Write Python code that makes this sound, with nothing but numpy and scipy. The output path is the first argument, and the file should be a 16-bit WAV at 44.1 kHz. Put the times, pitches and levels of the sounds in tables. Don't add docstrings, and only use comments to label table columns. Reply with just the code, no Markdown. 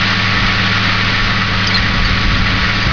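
import sys
import numpy as np
from scipy import signal
from scipy.fft import rfft, irfft
from scipy.io import wavfile
from scipy.ndimage import uniform_filter1d

SR = 44100
rng = np.random.default_rng(int(sys.argv[2]) if len(sys.argv) > 2 else 0)


def volts_from_db(level):
    exponent = np.asarray(level, float) / 20
    return 10 ** exponent


def transcribe(signal):
    frames = np.atleast_2d(signal).T
    limited = np.clip(frames, -1, 1)
    pcm = np.round(limited * 32767).astype(np.int16)
    wavfile.write(sys.argv[1], SR, pcm)


N = 128772

TONE_ORDERS = [6, 10.92, 12, 16, 18, 25, 26, 30, 33, 57, 63, 66]
# (level [dB], waver [dB])
TONES = [(-22.5, .8), (-25.5, .8), (-37, 2), (-45, 2), (-44, 2), (-47, 2), (-43, 2), (-45, 2), (-46, 2),
         (-43, 2), (-43, 2), (-32, .6)]
# (frequency [Hz], width [Hz], level [dB])
BLOCK_RESONANCES = [(1240, 25, -8.5), (1292.4, 50, -0.5), (1414.5, 31, 0), (1462.4, 35.5, -1),
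                    (1537, 30, -2), (1640, 60, -3.5), (1810, 72, 1), (1887, 28, 0.5), (1946, 20, 0),
                    (1965, 38, 0), (2068, 55, -3), (2193, 33, -2.5), (2243, 22, -1), (2380, 50, -5)]
PULSE_ORDERS = [1, 2, 3, 5, 6, 7, 8, 11, 13, 15, 17]
PULSE_DEPTHS = [.04, .05, .075, .05, .05, .05, .05, .05, .06, .06, .05]
# (frequency [Hz], density [dB per Hz])
ROAR_COLOUR = [(60, -50), (130, -1.5), (384, -15.5), (1150, -12), (2600, -8), (4600, -13), (5200, -16.5),
               (5500, -23.5)]
# (time [s], level [dB])
CLATTER_LOUDNESS = [
    (0, 1),
    (.5, 0.16),
    (.8, 1),
    (1.1, 0.72),
    (1.4, -1),
    (1.8, -1),
    (2.2, -0.96),
    (2.6, -0.53),
    (2.92, -0.97),
]
# (time [s], level [dB])
GUSTS = [(0, -27.5), (.22, -25), (.29, -31), (.37, -18), (.63, -26.5), (.82, -21), (1.1, -22), (1.4, -21.5),
         (1.74, -24.5), (1.8, -20.5), (1.95, -16.5), (2.03, -17.5), (2.2, -20.5), (2.3, -14.5), (2.6, -19),
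         (2.72, -28), (2.87, -12.5), (2.92, -18)]
# (frequency [Hz], density [dB per Hz])
WIND_COLOUR = [(3, -13), (30, 2), (70, -5), (130, -11.5), (300, -15), (350, -28), (450, -25), (2000, -55)]
# (time [s], pressure [full scale], width [ms])
BUFFETS = [(.375, .25, 6), (.456, -.25, 7), (.47, .24, 9), (1.239, .27, 13), (1.574, -.24, 6),
           (1.809, .36, 7.5), (2.004, .42, 9), (2.025, -.3, 8), (2.047, -.3, 10), (2.062, .5, 5),
           (2.113, -.37, 8), (2.136, .43, 5), (2.257, .45, 10), (2.286, -.42, 10), (2.295, .45, 12),
           (2.312, -.43, 4), (2.338, .38, 5), (2.406, -.4, 6), (2.424, .33, 5.5), (2.502, .33, 6),
           (2.544, .3, 7), (2.636, .46, 5), (2.859, .4, 6), (2.864, -.25, 2.5), (2.868, .35, 2.5),
           (2.873, -.5, 3.5), (2.897, .3, 6)]
# (start [s], length [s], from [Hz], to [Hz], level [dB])
CHIRPS = [(.1, .012, 5300, 5120, -26), (.635, 0.028, 3436, 3470, -25), (1.632, .018, 3400, 2950, -21.5),
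          (1.638, .008, 4500, 4200, -26), (1.664, .018, 3300, 2920, -21), (1.668, .009, 5400, 4970, -18),
          (1.669, .026, 4890, 4740, -21), (1.694, .012, 3100, 2850, -22.5), (1.737, .013, 3150, 3750, -25),
          (1.741, .03, 4200, 4117, -14), (1.769, .017, 4600, 4900, -26.5),
          (2.041, 0.033, 4540, 4500, -24.5), (2.1, .01, 5100, 5100, -35.5),
          (2.816, .025, 4800, 4710, -26.5)]
# (frequency [Hz], gain [dB])
MIRROR_FILTER = [(3000, 0.5), (4500, 2), (5500, -1.5), (6300, -15.5), (6800, -31.5), (7050, -45.5),
                 (7150, -41.5), (7300, -79.5)]


def evened(x):
    return x / np.sqrt(np.mean(x ** 2) + 1e-20)


def read(points, hz):
    f, value = np.transpose(points)
    return np.interp(np.log(hz + 1), np.log(f + 1), value)


def colour(x, points):
    hz = np.fft.rfftfreq(len(x), 1 / SR)
    return irfft(rfft(x) * volts_from_db(read(points, hz)), len(x))


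def drift(rate_hz):
    hz = np.fft.rfftfreq(N, 1 / SR)
    return evened(irfft(rfft(rng.standard_normal(N)) * np.exp(-(hz / rate_hz) ** 2), N))


def ring(x, hz, width_hz):
    r = np.exp(-np.pi * width_hz / SR)
    return signal.lfilter([1 - r, 0, r - 1], [1, -2 * r * np.cos(2 * np.pi * hz / SR), r * r], x)


def engine_tones(turns):
    tones = np.zeros(N)
    for order, (level_db, waver_db) in zip(TONE_ORDERS, TONES):
        level = np.sqrt(2) * volts_from_db(level_db + waver_db * drift(3))
        phase = 2 * np.pi * (order * turns + rng.random()) + 0.44 * drift(2.6)
        tones += level * np.sin(phase)
    return tones


def engine_knocks(turns):
    count, firings, cycle_count = 48, 6, 53
    spread_db, fire_db, uneven_db = 2.5, 3, 3
    slip_s, vary, smear_s = .00003, 0.31, .004
    index = np.arange(count)
    place, size = rng.random(count), rng.standard_normal(count)
    place[:firings] = np.arange(firings) / firings
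    firing_db = (fire_db + uneven_db * (-1) ** index) * (index < firings)
    size = np.sign(size) * volts_from_db(spread_db * abs(size) + firing_db)

    cycles = np.arange(-1, cycle_count - 1)[:, None]
    when = np.interp(cycles + place, turns, np.arange(N) / SR, left=-1, right=-1)
    when = when + slip_s * rng.standard_normal((cycle_count, count))
    strength = size * (1 + vary * rng.standard_normal(when.shape)) * (when > 0)
    samples = np.clip(when * SR, 0, N - 1).astype(int)
    knocks = np.bincount(samples.ravel(), strength.ravel(), N)
    smear = rng.standard_normal(600) * np.exp(-np.arange(600) / SR / smear_s)
    return signal.oaconvolve(knocks, smear)[:N]


def block_ringing(turns):
    knocks_db, rattle_db, patch_db = -22, -24, .8
    drive = volts_from_db(knocks_db) * evened(engine_knocks(turns)) + volts_from_db(rattle_db) * rng.standard_normal(N)
    block = np.zeros(N)
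    for hz, width_hz, level_db in BLOCK_RESONANCES:
        rung = ring(ring(drive, hz, 1.66 * width_hz), hz, 1.66 * width_hz)
        block += volts_from_db(level_db + patch_db * drift(2.4)) * np.sqrt(width_hz) * evened(rung)
    return evened(block)


def engine():
    cycle_hz, speedup_hz_per_s = 17.135, .026
    block_db, roar_db, clatter_db = -20, -18, .35
    t = np.arange(N) / SR
    turns = np.cumsum(cycle_hz + speedup_hz_per_s * t) / SR
    pulse = np.ones(N)
    for order, depth in zip(PULSE_ORDERS, PULSE_DEPTHS):
        pulse += depth * np.cos(2 * np.pi * (order * turns + rng.random()))
    block = volts_from_db(block_db) * pulse * block_ringing(turns)
    roar = volts_from_db(roar_db) * evened(colour(pulse * rng.standard_normal(N), ROAR_COLOUR))
    at, db = np.transpose(CLATTER_LOUDNESS)
    loudness = volts_from_db(np.interp(t, at, db) + clatter_db * drift(14))
    return engine_tones(turns) + loudness * (block + roar)


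def wind():
    lump_db, buffet_db, rebound = 2, 3, .3
    at, db = np.transpose(GUSTS)
    t = np.arange(N) / SR
    rumble = evened(colour(volts_from_db(lump_db * drift(25)) * rng.standard_normal(N), WIND_COLOUR))
    out = volts_from_db(np.interp(t, at, db) - 3) * rumble
    for time_s, pressure, width_ms in BUFFETS:
        u = (t - time_s) / (width_ms * .00055)
        push = np.exp(-u ** 2) - rebound * np.exp(-(u * rebound) ** 2)
        out += volts_from_db(buffet_db) * pressure * push
    return out


def bird():
    throb_hz, throb_depth, edge, warble_hz = 140, .45, .5, 30
    out = np.zeros(N)
    for start, length, from_hz, to_hz, db in CHIRPS:
        t = np.arange(0, length, 1 / SR)
        warble = evened(uniform_filter1d(rng.standard_normal(len(t)), size=60))
        hz = from_hz + (to_hz - from_hz) * t / length + warble_hz * warble
        throb = 1 + throb_depth * np.cos(2 * np.pi * throb_hz * (t - .006))
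        shape = np.sin(np.pi * t / length) ** edge * throb
        i = round(start * SR)
        out[i:i + len(t)] += np.sqrt(2) * volts_from_db(db) * shape * np.sin(2 * np.pi * np.cumsum(hz) / SR)
    return out


def scene():
    mono = engine() + wind() + bird()
    return np.array([mono, mono])


def gain_control(x):
    threshold_db, recover_db_per_s, duck = -11.5, 207, .6
    power_db = 10 * np.log10(abs(uniform_filter1d(x ** 2, size=260, origin=100)) + 1e-12)
    fall = np.arange(N) * recover_db_per_s / SR
    held_db = np.maximum.accumulate(power_db + fall) - fall
    over_db = np.maximum(held_db - threshold_db, 0)
    return x / volts_from_db(duck * uniform_filter1d(over_db, size=200))


def slow_sampler(x):
    step = 4
    x = colour(x, [(5500, 0), (6000, -40)])
    kept = step * x * (np.arange(N) % step == 0)
    return colour(kept, MIRROR_FILTER)


def top_cut(x):
    return signal.sosfilt(signal.butter(12, 7160, fs=SR, output="sos"), x)


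def record(dry):
    ceiling, offset = 1.5, -.043
    x = gain_control(dry[0])
    x = ceiling * np.tanh(x / ceiling)
    x = slow_sampler(x) + offset
    return top_cut(np.array([x, x]))


dry = scene()
out = record(dry)
transcribe(out)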